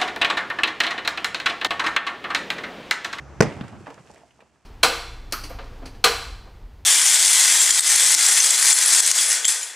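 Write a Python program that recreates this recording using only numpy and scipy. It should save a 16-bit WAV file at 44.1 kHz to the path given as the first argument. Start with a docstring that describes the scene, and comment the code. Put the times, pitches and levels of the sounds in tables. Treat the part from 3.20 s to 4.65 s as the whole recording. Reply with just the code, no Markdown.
"""An engine idles near a yard. At 0.2 s a charge splits a mass of concrete: four shock fronts
overload the microphone and its gain control drops, pushing the engine down for the rest of the scene.
Nearby walls answer with echoes and low booms. From 0.3 s blocks thud onto soil and the wooden
pallets on top knock and settle. Grit patters to the end over a dying rumble."""
import sys
import numpy as np
from scipy import signal
from scipy.fft import rfft, irfft, next_fast_len
from scipy.io import wavfile
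from scipy.ndimage import minimum_filter1d, map_coordinates

SR = 44100
rng = np.random.default_rng(int(sys.argv[2]) if len(sys.argv) > 2 else 0)


def generate_wav(signal):
    """Clip the signal to [-1, 1] and save it as 16-bit WAV at the path in sys.argv[1]."""
    frames = np.transpose(np.atleast_2d(signal))
    scaled = np.clip(frames, -1, 1) * 32767
    pcm = np.round(scaled).astype(np.int16)
    wavfile.write(sys.argv[1], SR, pcm)


N = 63945

# stereo side relative to middle: freq_hz, gain_db
SIDE_SPECTRUM = [(100, -6.5), (500, -12.5), (2000, -13.5), (5000, -9), (9000, -4)]
# engine hum: idle_multiple, level_db
ENGINE_ORDERS = [(2, -73.5), (3, -91.5), (4, -80)]
# engine clatter and outdoor air: freq_hz, gain_db
AIR_SPECTRUM = [(47, -20), (80, 0.5), (102, -17.5), (141, -5.5), (214, -18), (339, -12.5), (432, -19),
                (763, -18.5), (1570, -24.5), (3940, -42), (6110, -38), (12900, -63.5), (15000, -75.5)]

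# shifting rubble: freq_hz, gain_db
RUMBLE_SPECTRUM = [(26, -44.5), (45, -13.5), (102, -1.5), (210, -1.5), (262, -11), (299, -7.5), (437, -14),
                   (1500, -22), (1950, -34.5), (3300, -120)]
# rubble coming to rest: time_s, level_db
RUMBLE_ENVELOPE = [(.24, -22), (.3, -36.5), (.34, -42), (.44, -35.5), (.49, -47.5), (.54, -40.5),
                   (.62, -46), (.75, -54), (.95, -61), (1.1, -64.5), (1.45, -71.5)]
# falling crumbs: freq_hz, gain_db
CRUMB_SPECTRUM = [(150, -35.5), (250, -5.5), (282, -2.5), (531, -9), (699, -5), (1090, -11), (2750, -15),
                  (3940, -23.5), (8100, -27.5), (13100, -50), (15000, -64.5)]
# crumb shower: time_s, level_db
CRUMB_ENVELOPE = [(.25, -40.5), (.36, -45.5), (.5, -50.5), (.63, -54), (.74, -52.5), (.84, -59),
                  (.93, -54.5), (1.08, -63.5), (1.25, -65.5), (1.45, -68)]
# gravel coming back down: time_s, level_db
GRAVEL_ENVELOPE = [(.4, -86), (.6, -66.5), (.8, -68.5), (.91, -64), (1.0, -68.5), (1.45, -78.5)]
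# stone chips: start_s, level_db, t60_s
CHIP_TICKS = [(0.482, -49, 0.021), (0.673, -51.5, 0.011), (0.743, -45, 0.011), (.865, -46.5, 0.0036),
              (0.906, -48, 0.0055), (0.9147, -43, .006), (.938, -47, 0.0032), (.9455, -41, .004),
              (0.959, -50.5, .004), (0.98, -54.5, 0.023), (1.204, -66, 0.029)]
# pallet board resonances: freq_hz, width_hz, relative_db
BOARD_MODES = [(447, 95, 3.5), (627, 49, -4.5), (805, 110, -6.5), (948, 80, -3.5), (1675, 146, -9),
               (2713, 155, -14)]
# pallets and lumps: start_s, level_db, centre_hz, width_octaves, t60_s
PALLET_KNOCKS = [(0.321, -37, 1620, 1.1, 0.061), (0.389, -35.5, 940, 0.44, 0.029),
                 (0.409, -34, 2400, 0.8, 0.04), (0.439, -43.5, 1000, 2, 0.13),
                 (0.479, -41, 1480, 0.44, 0.041), (0.527, -40.5, 1000, 0.42, 0.074),
                 (0.661, -41, 2250, 0.45, 0.028), (0.6681, -28, 1156, 0.62, 0.037),
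                 (0.6772, -36, 990, 0.54, 0.085), (0.702, -36, 1500, 1.8, 0.037),
                 (0.71, -42.5, 820, 0.51, 0.11), (.777, -42, 1100, 0.89, 0.077),
                 (0.863, -50, 1000, 0.99, 0.052), (0.872, -54, 2600, 0.45, 0.056),
                 (0.898, -37, 640, 0.45, 0.049), (0.936, -48.5, 515, 0.42, 0.16),
                 (0.957, -53.5, 2300, 0.41, 0.12), (0.976, -52, 610, 1.3, 0.05),
                 (1.017, -50.5, 708, 0.3, 0.064), (1.0341, -46.5, 726, 0.16, 0.037),
                 (1.108, -54.5, 2540, 0.36, 0.04), (1.192, -51.5, 880, 0.48, 0.038),
                 (1.2035, -49, 1400, 1.5, 0.066), (1.205, -55.5, 2466, .25, 0.043),
                 (1.219, -51.5, 676, 1.1, 0.07), (1.358, -56, 1257, 0.46, 0.032)]
# blocks landing on soil: start_s, level_db, pitch_hz, t60_s
BLOCK_THUDS = [(.302, -35, 310, 0.047), (0.37, -22.5, 148, 0.028), (0.4109, -5.5, 196, 0.016),
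               (0.439, -30.5, 127, 0.067), (0.455, -30.5, 101, 0.062), (0.531, -28.5, 131, 0.043),
               (0.55, -32, 113, 0.045), (0.588, -36, 99, 0.13), (.607, -30.5, 344, 0.034),
               (.677, -36, 284, 0.1), (0.705, -38.5, 460, 0.073), (0.8, -34, 170, 0.053),
               (0.903, -38.5, 188, 0.04), (0.918, -48, 79, 0.13), (1.223, -48.5, 230, 0.047)]

# shed and house reflections: start_s, level_db, t60_s, cutoff_hz, side_boost_db
WALL_ECHOES = [(0.2207, -11.5, 0.07, 9300, 1.5), (0.2312, -10, 0.014, 1200, 6)]
# reflected blast: freq_hz, gain_db
ECHO_SPECTRUM = [(35, -37.5), (60, -11), (264, -3), (356, -2.5), (478, -5.5), (927, -14), (1040, -15.5),
                 (1530, -20), (2010, -13), (2530, -21.5), (3900, -32.5), (5020, -23.5), (11100, -38.5),
                 (13100, -54), (14000, -78.5)]
# low wall booms: start_s, level_db, pitch_hz, t60_s
WALL_BOOMS = [(0.2224, -11.5, 448, 0.075), (0.2333, -11, 159, 0.037), (0.273, -14, 156, 0.047)]
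# decay of the yard's diffuse tail: freq_hz, t60_s
TAIL_DECAY = [(100, 0.16), (500, 0.46), (2000, 0.47), (6000, .25), (12000, 0.096)]
# tearing concrete: freq_hz, gain_db
CRACK_SPECTRUM = [(290, -32), (500, 0), (1030, -21), (1640, 3.5), (1950, -15), (2330, -7.5), (2540, -20.5),
                  (4030, -39.5), (4940, -12.5), (6610, -13.5), (11100, -43.5), (13300, -45.5), (16000, -57)]
# shocks as the concrete opens: start_s, level_db, length_s, pan_left_db
SHOCK_FRONTS = [(0.2058, -2, 0.0028, 0.5), (.2093, 1.5, 0.0011, 0.5), (.2110, -6.5, 0.0023, -1.5),
                (0.2131, -10.5, 0.0018, 3.5)]

IDLE_HZ, AIR_DB = 33.6, -73
CRUMBS_PER_S, GRAVEL_PER_S, GRAVEL_HZ, CHIP_HZ = 4500, 1400, 6000, 5890
GRAIN_SPREAD_DB, CLUMP_DB, CLUMPS_PER_S = 2, 1, 70
BOARD_BOOST_DB, KNOCK_TOP_HZ, KNOCK_RISE_S = 16.5, 6500, 0.00055
CONTACTS_PER_S, RATTLE_DB = 322, 2
YARD_DB, YARD_T60_S = -10.5, 0.3
TAIL_START_S, TAIL_DB, BOOM_RIGHT_LAG_S = 0.224, -25.5, 0.00031
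FRONT_TOP_HZ, CRACK_DB, CRACK_T60_S = 2200, -0.5, 0.0045
HEAVE_DB, HEAVE_HZ, HEAVE_S = -7, 172.4, 0.011
MAX_BOOST_DB, TARGET_DB, PEAK_DECAY_DB_PER_S = 29, -22, 2
LOW_CUT_HZ, HIGH_CUT_HZ = 50, 16300


def amp(db):
    """Decibels to gain."""
    return 10 ** (np.asarray(db) / 20)


def pan(left_db):
    """Stereo gains: left_db on the left, its negative on the right."""
    return amp([[left_db], [-left_db]])


def unit_rms(x):
    """Scale to rms 1."""
    return x / np.sqrt(np.mean(x ** 2) + 1e-20)


def at_freq(points, hz):
    """Interpolate (freq_hz, value) points on a log axis."""
    freqs_hz, values = np.transpose(points)
    return np.interp(np.log(hz + 1), np.log(freqs_hz + 1), values)


def since(start_s):
    """Seconds since start_s, zero before."""
    return np.maximum(np.arange(N) / SR - start_s, 0)


def envelope(points):
    """Gain from (time_s, level_db) points, swelling in at the first."""
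    times_s, levels_db = np.transpose(points)
    attack = 1 - np.exp(-since(times_s[0]) / 0.0025)
    return attack * amp(np.interp(since(0), times_s, levels_db))


def decay(start_s, t60_s, rise_s):
    """Attack, then exponential decay."""
    t = since(start_s)
    return (1 - np.exp(-t / rise_s)) * np.exp(-np.log(1000) * t / t60_s)


def ring(start_s, hz, t60_s, rise_s):
    """One damped mode."""
    return np.sin(2 * np.pi * hz * since(start_s)) * decay(start_s, t60_s, rise_s)


def band(f, centre_hz, octaves):
    """Band-pass gain around centre_hz."""
    return 1 / np.sqrt(1 + (np.log2((f + 1) / centre_hz) / octaves) ** 4)


def filtered(x, response):
    """Zero-phase filter with gain response(freq_hz)."""
    size = next_fast_len(N + SR // 4)
    return irfft(rfft(x, size) * response(np.fft.rfftfreq(size, 1 / SR)), size)[..., :N]


def stereo(pair, side_boost_db=0):
    """Left and right from a middle and an unrelated side."""
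    side = filtered(pair[1], lambda f: amp(at_freq(SIDE_SPECTRUM, f) + side_boost_db))
    return np.array([pair[0] + side, pair[0] - side])


def noise(response, side_boost_db=0):
    """Coloured stereo noise, rms 1."""
    return unit_rms(stereo(filtered(rng.standard_normal((2, N)), response), side_boost_db))


def wobble(knots_per_s):
    """Random piecewise-linear curve."""
    return map_coordinates(rng.standard_normal(N), [since(0) * knots_per_s], order=1)


def grains(hits_per_s, response):
    """Tiny random impacts of uneven size, in clumps, rms 1."""
    hits = rng.random(N) < hits_per_s / SR
    size_db = GRAIN_SPREAD_DB * np.minimum(rng.exponential(size=N), 3)
    clump_db = CLUMP_DB * wobble(CLUMPS_PER_S)
    impacts = hits * amp(size_db + clump_db) * rng.choice([-1, 1], (2, N))
    return unit_rms(stereo(filtered(impacts, response)))


def engine():
    """Low orders of an idling engine over steady clatter and air."""
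    cycles = IDLE_HZ * since(0)
    hum = sum(amp(db) * np.sqrt(2) * np.sin(2 * np.pi * (order * cycles + rng.random()))
              for order, db in ENGINE_ORDERS)
    air = noise(lambda f: amp(at_freq(AIR_SPECTRUM, f)))
    return hum * pan(left_db=-1.5) + amp(AIR_DB) * air


def rubble_rumble():
    """The heap shifts and comes to rest."""
    return envelope(RUMBLE_ENVELOPE) * noise(lambda f: amp(at_freq(RUMBLE_SPECTRUM, f)))


def falling_grit():
    """Dense crumbs, sparser bright gravel, a few nearer chips."""
    crumbs = grains(CRUMBS_PER_S, lambda f: amp(at_freq(CRUMB_SPECTRUM, f)))
    gravel = grains(GRAVEL_PER_S, lambda f: band(f, GRAVEL_HZ, octaves=0.61) ** 2)
    chips = noise(lambda f: band(f, CHIP_HZ, octaves=0.6) ** 2 * band(f, CHIP_HZ, octaves=1.2))
    ticks = sum(amp(db) * decay(start_s, t60_s, rise_s=0.00021) for start_s, db, t60_s in CHIP_TICKS)
    return crumbs * envelope(CRUMB_ENVELOPE) + gravel * envelope(GRAVEL_ENVELOPE) + chips * ticks


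def board_response(f):
    """Pallet boards: resonant peaks and a treble roll-off."""
    strongest_db = max(db for _, _, db in BOARD_MODES)
    peaks = sum(amp(db - strongest_db) / np.hypot(1, 2 * (f - hz) / width_hz)
                for hz, width_hz, db in BOARD_MODES)
    return (1 + amp(BOARD_BOOST_DB) * peaks) / (1 + (f / KNOCK_TOP_HZ) ** 2)


def pallet_knocks():
    """Small contacts rattle the boards; narrow-band knocks ring most."""
    wood = noise(board_response)
    contacts = unit_rms(amp(RATTLE_DB * wobble(CONTACTS_PER_S)))
    out = np.zeros((2, N))
    for start_s, db, hz, octaves, t60_s in PALLET_KNOCKS:
        wood_band = unit_rms(filtered(wood, lambda f: band(f, hz, octaves)))
        rattle = contacts * wood_band * decay(start_s, t60_s, KNOCK_RISE_S)
        ring_gain = amp(db=1) / (1 + (octaves / 0.4) ** 4)
        out += amp(db) * (rattle + ring_gain * ring(start_s, hz, t60_s=0.028, rise_s=KNOCK_RISE_S))
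    return out


def yard_reverb(x):
    """Direct sound plus a short outdoor reverberation."""
    impulse = rng.standard_normal((2, N)) * decay(start_s=0.00326, t60_s=YARD_T60_S, rise_s=0.00084)
    impulse = stereo(impulse / np.linalg.norm(impulse[0]))
    return x + amp(YARD_DB) * signal.fftconvolve(x, impulse, axes=1)[:, :N]


def block_thuds():
    """Heavy blocks drive the ground for a few low cycles."""
    return sum(-amp(db) * ring(start_s, hz, t60_s, rise_s=0.003)
               for start_s, db, hz, t60_s in BLOCK_THUDS)


def wall_echoes():
    """Walls scatter the blast back, dulled, with low booms."""
    out = np.zeros((2, N))
    for start_s, db, t60_s, cutoff_hz, side_db in WALL_ECHOES:
        scatter = noise(lambda f: amp(at_freq(ECHO_SPECTRUM, f)) / np.hypot(1, f / cutoff_hz), side_db)
        out += amp(db) * scatter * decay(start_s, t60_s, rise_s=0.00095)
    for start_s, db, hz, t60_s in WALL_BOOMS:
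        for channel, lag_s in enumerate((0, BOOM_RIGHT_LAG_S)):
            out[channel] += amp(db) * ring(start_s + lag_s, hz, t60_s, rise_s=0.00073)
    return out


def yard_tail():
    """Diffuse answer to the blast; the mids last longest."""
    wash = noise(lambda f: amp(at_freq(ECHO_SPECTRUM, f)))
    f, t, spectra = signal.stft(wash, SR, nperseg=256)
    decay_db = -60 * np.maximum(t - TAIL_START_S, 0) / at_freq(TAIL_DECAY, f)[:, None]
    tail = signal.istft(spectra * amp(decay_db), nperseg=256)[1][:, :N]
    attack = 1 - np.exp(-since(TAIL_START_S) / 0.002)
    return amp(TAIL_DB) * attack * tail


def blast():
    """Each front pushes, then sucks, with a tearing crack at its edge; the mass heaves and falls back."""
    tearing = noise(lambda f: amp(at_freq(CRACK_SPECTRUM, f)), side_boost_db=4)
    lowpass = signal.butter(2, FRONT_TOP_HZ, fs=SR)
    out = np.zeros((2, N))
    for start_s, db, length_s, left_db in SHOCK_FRONTS:
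        progress = since(start_s) / length_s
        n_wave = (1 - 2 * progress) * (progress > 0) * (progress < 1)
        shock = signal.lfilter(*lowpass, n_wave)
        crack = amp(CRACK_DB) * tearing * decay(start_s, CRACK_T60_S, rise_s=0.0001)
        out += amp(db) * pan(left_db) * (shock + crack)
    t = since(SHOCK_FRONTS[0][0])
    heave = np.sin(2 * np.pi * HEAVE_HZ * t) * np.maximum(1 - (t / HEAVE_S) ** 4, 0)
    return out + amp(HEAVE_DB) * heave


def scene():
    """Engine and blast; echoes and debris slightly to the right."""
    echoes = wall_echoes() + yard_tail()
    debris = rubble_rumble() + falling_grit() + block_thuds() + yard_reverb(pallet_knocks())
    return blast() + (echoes + debris) * pan(left_db=-0.8) + engine()


def record(dry):
    """Low cut, gain control that boosts until the blast, hard clipping, high cut."""
    x = signal.lfilter(*signal.butter(1, LOW_CUT_HZ, 'high', fs=SR), dry)
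    peak = -minimum_filter1d(-np.abs(x).max(axis=0), size=64)  # sliding maximum
    decay_db = PEAK_DECAY_DB_PER_S * since(0)
    held_db = np.maximum.accumulate(20 * np.log10(peak + 1e-9) + decay_db) - decay_db
    boost_db = np.clip(TARGET_DB - held_db, 0, MAX_BOOST_DB)
    clipped = np.clip(x * amp(boost_db), -1, 1)
    return filtered(clipped, lambda f: 1 / (1 + (f / HIGH_CUT_HZ) ** 70))


dry = scene()
out = record(dry)
generate_wav(out)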